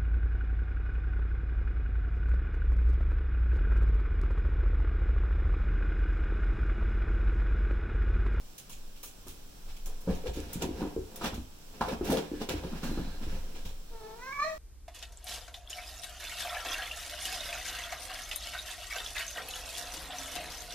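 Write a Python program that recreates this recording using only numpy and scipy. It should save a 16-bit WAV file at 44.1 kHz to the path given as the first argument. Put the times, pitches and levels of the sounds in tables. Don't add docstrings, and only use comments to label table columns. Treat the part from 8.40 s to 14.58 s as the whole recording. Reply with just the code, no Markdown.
import sys
import numpy as np
from scipy import signal
from scipy.fft import rfft, irfft
from scipy.io import wavfile
from scipy.ndimage import uniform_filter1d

SR = 44100
rng = np.random.default_rng(int(sys.argv[2]) if len(sys.argv) > 2 else 0)


def materialize(psi):
    bounded = np.clip(np.atleast_2d(psi).T, -1, 1)
    quanta = np.round(bounded * 32767).astype(np.int16)
    wavfile.write(sys.argv[1], SR, quanta)


N = 272538
T = np.arange(N) / SR

# start in seconds, thump in dB, main pitch in Hz, boom in dB, slap in dB.
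LANDINGS = [(0.295, -47.5, 199, -60, -39.5), (0.632, -50.5, 464, -70, -36.5), (0.866, -39, 336, -45, -36),
            (1.278, -67, 186, -44, -43), (1.462, -54, 227, -49, -38.5), (1.674, -23, 182, -33, -36),
            (1.6764, -25, 510, -50, -33), (1.685, -22.5, 181, -29, -26), (1.693, -26, 476, -52, -36),
            (1.696, -25.5, 186, -47, -45), (1.838, -36, 439, -52, -50), (1.858, -30.5, 484, -35, -35),
            (1.88, -34, 391, -30, -49), (1.955, -39, 447, -38, -50), (1.972, -26.5, 287, -35, -50),
            (1.985, -38, 294, -41, -48), (2.068, -36, 224, -48, -43), (2.157, -25, 181, -37, -43),
            (2.222, -24.5, 377, -48, -40), (2.24, -28, 197, -33, -49), (2.29, -23.5, 310, -37.5, -48),
            (2.342, -38, 430, -41, -57), (2.418, -19.5, 278, -35, -22.5), (2.452, -24, 276, -50, -39),
            (2.564, -20.5, 380, -32, -41), (2.812, -33.5, 355, -51, -20), (2.841, -26.5, 226, -40, -17),
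            (2.925, -31.5, 225, -34.5, -32), (2.979, -29.5, 244, -36, -48), (3.409, -24.5, 218, -36, -13),
            (3.482, -28, 487, -46, -23.5), (3.529, -26, 229, -40, -28), (3.611, -20.5, 362, -32, -30.5),
            (3.684, -23.5, 360, -33.5, -31), (3.698, -16.5, 269, -34.5, -21), (3.719, -19, 485, -44, -29),
            (3.77, -24, 398, -54, -20.5), (3.916, -24, 304, -44, -52), (3.934, -31.5, 390, -48, -47),
            (4.013, -28.5, 230, -59, -28.5), (4.088, -26.5, 430, -37, -22.5), (4.139, -24, 336, -29.5, -39),
            (4.236, -30, 385, -37, -28.5), (4.247, -27.5, 184, -43, -36), (4.318, -31.5, 235, -40, -36),
            (4.331, -29, 196, -47, -33), (4.355, -30.5, 201, -47, -34), (4.432, -27, 193, -54, -25.5),
            (4.451, -25.5, 211, -49, -33), (4.493, -26, 225, -33.5, -30), (4.515, -26, 307, -39, -37),
            (4.575, -23.5, 312, -31.5, -26.5), (4.595, -25, 182, -40, -38), (4.63, -42, 223, -47, -42),
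            (4.674, -35.5, 175, -36, -39), (4.813, -34.5, 225, -39, -37), (4.867, -35, 310, -32, -52),
            (4.928, -33, 146, -34, -45), (5.143, -45, 346, -48, -57), (5.249, -41.5, 174, -36, -45)]
# pitch in Hz, level in dB.
BOARD_NOTES = [(145, -8), (182, 2), (228, 2.5), (265, 2.5), (305, 2), (345, 0.5), (378, -1.5), (450, 1.5),
               (508, -0.5), (570, -12), (640, -8), (730, -4.5), (800, -8), (895, -12)]
# pitch in Hz, level in dB, seconds to fade by 60 dB.
BOOM_NOTES = [(51.8, 5.5, 0.3), (74.8, 4, 0.31), (99, -41, 0.14), (124.8, -3.5, 0.29)]
# start in seconds, level in dB, extra dB for the highest band,
# fade time in seconds, extra dB for the middle band.
CLAW_SNAGS = [(0.1804, -37.5, 5.5, 0.014, 1.5), (0.295, -43.5, 5.5, 0.037, 1), (0.3204, -43, -18, 0.021, 2),
              (0.563, -46, -2, 0.02, -12), (0.6301, -39, 8.5, 0.029, -1), (0.678, -48, -15, 0.014, 5),
              (0.869, -47, 7, 0.025, -9), (0.8875, -43, 4.5, 0.03, -3), (1.2976, -42.5, -11, 0.016, -8),
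              (1.3653, -45, -1, 0.017, -4), (1.4585, -44, 9.5, 0.018, 5.5),
              (1.607, -52.5, 10.5, 0.018, -11), (1.748, -48, 5.5, 0.016, 4),
              (1.8684, -34, -11, 0.016, -8.5), (1.934, -40.5, -0.5, 0.065, -3),
              (2.131, -36.5, 12.5, 0.011, -5), (2.1365, -41.5, -15, 0.038, -0.5),
              (2.221, -23.5, -1.5, 0.0058, -1), (2.2243, -34, 2, 0.012, -3), (2.759, -39, 9, 0.01, -3),
              (2.817, -41, -6, 0.015, -8), (2.8415, -28, -2, 0.0062, -2.5),
              (2.8577, -23.5, -14, 0.0066, -20), (2.9416, -38.5, -1.5, 0.024, -3.5),
              (3.41, -33, -19, 0.012, -12), (3.485, -28, -10, 0.0071, -13), (3.643, -42.5, 4, 0.1, -1),
              (3.703, -29.5, 3.5, 0.014, -4), (3.719, -34, 4, 0.025, -3), (3.77, -28, -10, 0.013, -6),
              (4.0102, -41, -7, 0.033, -12), (4.089, -28, -3, 0.004, 1.5), (4.091, -22.5, -14, 0.0035, -13),
              (4.0942, -21, -1.5, 0.0019, -6), (4.105, -36, -13, 0.012, -15),
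              (4.235, -43.5, -8, 0.064, -11), (4.4307, -41.5, 2, 0.07, -0.5), (5.149, -43.5, -12, 0.04, -8),
              (5.251, -39.5, -4, 0.033, -5)]
# loudest moment, swell time and fade time in seconds, hiss and rumble in dB.
PAW_SCUFFS = [(1.29, 0.03, .16, -56.5, -62), (1.47, 0.026, 0.14, -56, -49),
              (1.708, 0.072, 0.18, -48.5, -41), (1.88, 0.084, 0.052, -48, -40.5),
              (1.97, 0.042, 0.23, -50, -42.5), (2.12, .2, 0.28, -52.5, -51),
              (2.228, 0.033, 0.05, -39.5, -32.5), (2.41, 0.19, 0.15, -47.5, -37.5),
              (2.75, 0.15, 0.18, -57.5, -47), (2.845, 0.068, 0.11, -43.5, -48),
              (2.875, 0.1, 0.023, -38, -35), (2.92, .1, 0.072, -54, -44.5),
              (3.35, 0.058, 0.18, -54.5, -49.5), (3.412, 0.0082, 0.074, -40, -62),
              (3.529, 0.15, 0.048, -42.5, -35), (3.66, 0.03, 0.3, -43, -43),
              (3.72, 0.11, 0.12, -38.5, -30.5), (3.75, 0.092, 0.089, -45, -42), (3.79, .1, 0.063, -43, -33),
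              (3.98, 0.17, 0.16, -50, -49), (4.019, 0.04, 0.053, -44, -35),
              (4.099, 0.014, 0.098, -36.5, -37.5), (4.21, 0.26, .3, -59, -45.5),
              (4.38, 0.23, 0.056, -48, -58), (4.44, 0.037, .13, -42.5, -40.5), (4.6, 0.37, 0.73, -52, -49),
              (4.83, 0.03, 0.17, -46, -44.5), (4.93, 0.16, 0.4, -52.5, -50),
              (5.16, 0.027, 0.16, -55.5, -54.5), (5.257, 0.013, 0.11, -57, -51)]
# frequency in Hz, gain in dB.
CARPET_TONE = [(350, -5), (600, 0.5), (1000, -9), (1600, -0.5), (3000, -7.5), (6000, -13.5), (9000, -45),
               (16000, -26)]
# time in seconds, level in dB, mouth from 0 (shut) to 1 (open).
MEOW_SHAPE = [(5.485, -76, 0.0), (5.52, -49, 0.06), (5.58, -46, 0.22), (5.66, -41.5, 0.29),
              (5.77, -47.5, 0.2), (5.82, -45.5, 1), (5.87, -40, 0.96), (5.94, -44, 1), (5.98, -43, 1),
              (6.001, -32, 0.99), (6.0125, -44, 1), (6.023, -35, 1), (6.042, -34, 0.94), (6.07, -38, 1),
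              (6.11, -39.5, 0.93), (6.15, -46, 0.6), (6.18, -50, 0.2)]
# time in seconds, pitch in Hz.
MEOW_TUNE = [(5.485, 482), (5.57, 447), (5.65, 432), (5.73, 442), (5.78, 463), (5.85, 512), (5.94, 563),
             (6.0, 576), (6.035, 588), (6.05, 636), (6.085, 645), (6.13, 634), (6.18, 602)]
# frequency in Hz, gain in dB.
SHUT_TONE = [(440, 4), (880, -6.5), (1320, -14), (1760, -22), (2200, -33), (4400, -33), (9000, -51)]
OPEN_TONE = [(500, -13), (575, -15), (635, 2), (1020, -0.5), (1130, 4.5), (1150, 11), (1200, 7.5),
             (1280, -16), (1540, -1), (1620, 0), (1730, 1), (1900, 4), (2050, -6), (2150, 2), (2260, 8.5),
             (2380, -9.5), (2550, -17), (2800, -29), (4000, -24), (4700, -28), (6200, -23.5), (8000, -34)]
# time in seconds, level in dB.
HIGH_RING = [(5.975, -68), (6.012, -46), (6.07, -41), (6.145, -73)]
# start in seconds, level in dB.
BALL_KNOCKS = [(3.4101, -23.5), (3.416, -18), (3.4275, -31), (3.437, -28), (3.4478, -26)]
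# pitch in Hz, level in dB, seconds to fade by 60 dB.
BALL_NOTES = [(780, 11, 0.014), (995, 15, 0.014), (1450, 3, 0.022), (714, -7, .08), (813, 0, 0.09),
              (900, 3.5, 0.09), (1090, -6, 0.081), (1310, -8, 0.096), (1492, -6, 0.067)]
# time in seconds, level in dB.
HISS_LEVELS = [(4.43, -55.5), (4.6, -58.5), (4.77, -61.5)]
# centre in Hz, width in Hz, level in dB.
HISS_BANDS = [(1590, 330, -0.15), (4130, 490, -2.6)]
# band centre in Hz, seconds to fade by 60 dB, level in dB.
WALL_ECHOES = [(57, 0.87, -14), (187.6, 0.46, 2.5), (682, 0.39, 6), (2060, 0.36, 3.5), (5600, 0.17, 7.5),
               (13900, 0.066, -19)]
CLOSE_ECHOES = [(3000, .04, 11), (10000, .03, 11)]
# frequency in Hz, gain in dB.
HUSH_TONE = [(15, -8), (35, -0.5), (60, -12), (110, -14.5), (200, -16), (400, -21.5), (700, -25.5),
             (1500, -30.5), (3000, -32.5), (7000, -36), (16000, -29.5)]
# time in seconds, level in dB.
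HAND_SWAY = [(0.0, -46), (0.07, -42.5), (0.24, -67), (0.33, -43), (0.48, -37), (0.7, -56.5), (1.1, -42.5),
             (1.15, -64), (1.31, -30), (1.38, -41.5), (1.51, -29.5), (1.67, -44), (1.72, -34),
             (2.08, -48.5), (3.46, -49), (3.51, -57), (3.65, -41), (3.79, -64), (4.01, -41), (4.22, -64),
             (4.32, -35), (4.39, -44), (4.49, -32.5), (4.78, -37), (4.84, -31), (5.56, -39.5),
             (5.65, -49.5), (6.18, -58)]
# frequency in Hz, dB of what differs between the sides against what they share.
STEREO_WIDTH = [(30, -20), (60, -13), (125, -11), (250, -4), (500, -1), (1000, 0), (2000, 0)]
# frequency in Hz, left minus right in dB.
MIC_BALANCE = [(300, 0), (550, 2), (1000, -1), (2200, -3), (8500, -3), (13000, 3)]
# frequency in Hz, gain in dB.
MIC_TONE = [(1000, -2), (1600, -1.5), (1950, -6.5), (2400, -1.5), (3300, 0.5), (4800, 0.5), (5600, 4.5),
            (6800, -0.5), (7500, 4), (8500, -5), (9500, -1), (10700, -8), (12500, -6.5), (14500, -6.5)]


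def landings():
    out, t = np.zeros(N), T[:SR // 4]
    board_hz, board_db = np.transpose(BOARD_NOTES)
    hollow_hz, hollow_db, hollow_fade_s = np.transpose(BOOM_NOTES)
    fade_s, rise_s = np.full(len(board_hz), 0.13), 0.0014
    for start, thump_db, main_hz, boom_db, slap_db in LANDINGS:
        weight, detune, phase = rng.standard_normal((3, len(board_hz)))
        note_db = board_db - 26 * np.abs(np.log2(board_hz / main_hz)) + 3.16 * weight
        thump = ring(board_hz * (1 + 0.015 * detune), note_db, fade_s, rise_s, 0.3 * phase)
        add(out, start, amp(thump_db) * thump)
        boom_hz = hollow_hz * (1 + 0.058 * detune[:len(hollow_hz)])
        boom = ring(boom_hz, hollow_db, hollow_fade_s, rise_s=0.0073, phase=phase[:len(boom_hz)])
        add(out, start, amp(boom_db) * boom)
        slap = band(band(rng.standard_normal(len(t)), 436, 1530), 424, 1460)
        add(out, start, amp(slap_db - 60 * t / 0.15) * slap * (1 - np.exp(-t / rise_s)))
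    return out


def claws():
    out, t = np.zeros((2, N)), T[:8192]
    for start, db, high_db, fade_s, middle_db in CLAW_SNAGS:
        threads = stereo_crackle(len(t), per_second=4000, scatter_db=3.0)
        burst = threads * np.exp(-t / max(fade_s, .002)) * (1 - np.exp(-t / .001))
        burst[:, 0] += 4.5
        middle = amp(middle_db) * band(burst, 6550, 7700)
        high = amp(high_db) * band(burst, 9720, 18400)
        add(out, start, amp(db) * (band(burst, 1930, 4130) + middle + high))
    return out


def scuffs():
    fibres = stereo_crackle(N, per_second=6000, scatter_db=2.2)
    hiss = level(colour(fibres, CARPET_TONE), 0) + level(band(fibres, 7900, 21700), -6.5)
    shoves = crackle(N, per_second=400, scatter_db=2.5)
    rumble = sum(amp(db) * band(shoves, 0.906 * hz, 1.047 * hz) for hz, db in BOARD_NOTES)
    hiss_power, rumble_power = np.zeros((2, N))
    for peak_s, swell_s, fade_s, hiss_db, rumble_db in PAW_SCUFFS:
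        drop_db = 20 * np.where(T < peak_s, (peak_s - T) / swell_s, (T - peak_s) / fade_s)
        hiss_power += amp(hiss_db - drop_db) ** 2
        rumble_power += amp(rumble_db - drop_db) ** 2
    slip = amp(1.5 * wander(50))
    return slip * (hiss * np.sqrt(hiss_power) + level(rumble, 0) * np.sqrt(rumble_power))


def meow():
    (level_db, mouth), gate = curves(MEOW_SHAPE)
    hz = np.interp(T, *np.transpose(MEOW_TUNE))
    shake = .003 * wander(50) + .011 * wander(250)
    phase = 2 * np.pi * np.cumsum(hz * (1 + shake)) / SR
    voice = np.zeros(N)
    for k in range(1, 14):
        tone_db = mouth * look_up(OPEN_TONE, k * hz) + (1 - mouth) * look_up(SHUT_TONE, k * hz)
        voice += amp(level_db + tone_db) * np.sin(k * phase)
    voice *= 1 + (.24 * (1 - mouth) + .03 * mouth) * np.cos(phase / 2)
    flutter = amp(1.4 * wander(60) + 1.4 * wander(200))
    leak = rng.standard_normal(N)
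    breath = level(band(leak, 3630, 4500), -70.5) + level(band(leak, 670, 1600), -68)
    (ring_db,), ring_gate = curves(HIGH_RING)
    high_ring = ring_gate * amp(ring_db) * band(np.sin(7 * phase) + 3 * leak, 4120, 4260)
    return gate * (band(voice, 230, 12000) * flutter + high_ring + breath)


def ball():
    out = np.zeros(N)
    knock = ring(*np.transpose(BALL_NOTES), rise_s=0.0011, phase=np.zeros(len(BALL_NOTES)))
    for start, db in BALL_KNOCKS:
        add(out, start, amp(db) * knock)
    return out


def thin_hiss():
    (level_db,), gate = curves(HISS_LEVELS)
    noise = rng.standard_normal(N)
    hiss = sum(level(band(noise, hz - width / 2, hz + width / 2), db) for hz, width, db in HISS_BANDS)
    return gate * amp(level_db) * hiss


def room(x, echo_db):
    size = SR // 2
    t, noise = T[:size], stereo_noise(size)
    spectrum = rfft(sum(band(noise, hz / 2, hz * 2) * amp(db - 60 * t / fade_s)
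                        for hz, fade_s, db in WALL_ECHOES + CLOSE_ECHOES))
    power = np.abs(spectrum) ** 2
    spectrum *= np.sqrt(uniform_filter1d(power, size=300) / uniform_filter1d(power, size=30))
    gate = (1 - np.exp(-(t / .002) ** 2)) * (t < .45)
    tail = irfft(spectrum, size) * gate / np.sqrt(SR * .03)
    echoes = signal.fftconvolve(np.atleast_2d(x), tail, axes=1)[:, :N]
    return two_mics(x + amp(echo_db) * echoes)


def hush():
    flicker = amp(.7 * wander(6))
    return level(two_mics(colour(stereo_noise(N), HUSH_TONE)), -49.5) * flicker


def hand():
    (sway_db,), _ = curves(HAND_SWAY)
    tremble = level(band(rng.standard_normal(N), 20.3, 29.8), -10)
    sway_hz = 17 * (1 + 0.1365 * wander(6.1))
    sway = np.sqrt(2) * np.sin(2 * np.pi * np.cumsum(sway_hz) / SR)
    return amp(sway_db) * (tremble + sway)


def two_mics(x, lag_s=.00006):
    hz = np.fft.rfftfreq(N, 1 / SR)
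    left = amp(look_up(MIC_BALANCE, hz) / 2) * np.exp(1j * np.pi * lag_s * hz)
    return irfft(rfft(x) * np.array([left, 1 / left]), N)


def ring(hz, db, fade_s, rise_s, phase):
    t = T[:SR // 3]
    notes = amp(db)[:, None] * np.sin(2 * np.pi * hz[:, None] * t + phase[:, None])
    notes *= amp(-60 * t / fade_s[:, None])
    out = (1 - np.exp(-t / rise_s)) * notes.sum(axis=0)
    return out / np.abs(out).max()


def crackle(size, per_second, scatter_db):
    when, sign, strength = rng.random((3, size))
    clicks = (when < per_second / SR) * np.sign(sign - .5)
    return level(clicks * amp(-scatter_db * np.log(strength)), 0)


def stereo_crackle(size, per_second, scatter_db):
    shared = crackle(size, per_second, scatter_db)
    side = colour(crackle(size, per_second, scatter_db), STEREO_WIDTH)
    return np.array([shared + side, shared - side]) / np.sqrt(2)


def stereo_noise(size):
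    shared, side = rng.standard_normal((2, size))
    side = colour(side, STEREO_WIDTH)
    return np.array([shared + side, shared - side])


def wander(per_second):
    hold = int(SR / per_second)
    steps = np.repeat(rng.standard_normal(N // hold + 1), hold)
    return 1.3 * uniform_filter1d(uniform_filter1d(steps, hold), hold)[:N]


def curves(table):
    times, *columns = np.transpose(table)
    gate = np.interp(T, [times[0] - .03, times[0], times[-1], times[-1] + .03], [0, 1, 1, 0])
    return [np.interp(T, times, column) for column in columns], gate


def look_up(table, hz):
    table_hz, db = np.transpose(table)
    return np.interp(np.log(hz + 1), np.log(table_hz + 1), db)


def colour(x, table):
    size = x.shape[-1]
    return irfft(rfft(x) * amp(look_up(table, np.fft.rfftfreq(size, 1 / SR))), size)


def band(x, lo_hz, hi_hz):
    return signal.sosfilt(signal.butter(2, [lo_hz, min(hi_hz, .45 * SR)], "band", fs=SR, output="sos"), x)


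def amp(db):
    return 10 ** (np.asarray(db) / 20)


def level(x, db):
    return x * amp(db) / np.sqrt(np.mean(x ** 2))


def add(track, start_s, sound):
    i = int(start_s * SR)
    track[..., i:i + sound.shape[-1]] += sound[..., :N - i]


def scene():
    near = room(landings() + claws() + scuffs() + ball() + thin_hiss(), echo_db=-7.5)
    far = room(meow(), echo_db=-6)
    return near + far + hush() + hand()


def record(dry):
    top_cut = signal.ellip(8, .2, 60, 15900, fs=SR, output="sos")
    return signal.sosfilt(top_cut, colour(dry, MIC_TONE))


dry = scene()
out = record(dry)
materialize(out)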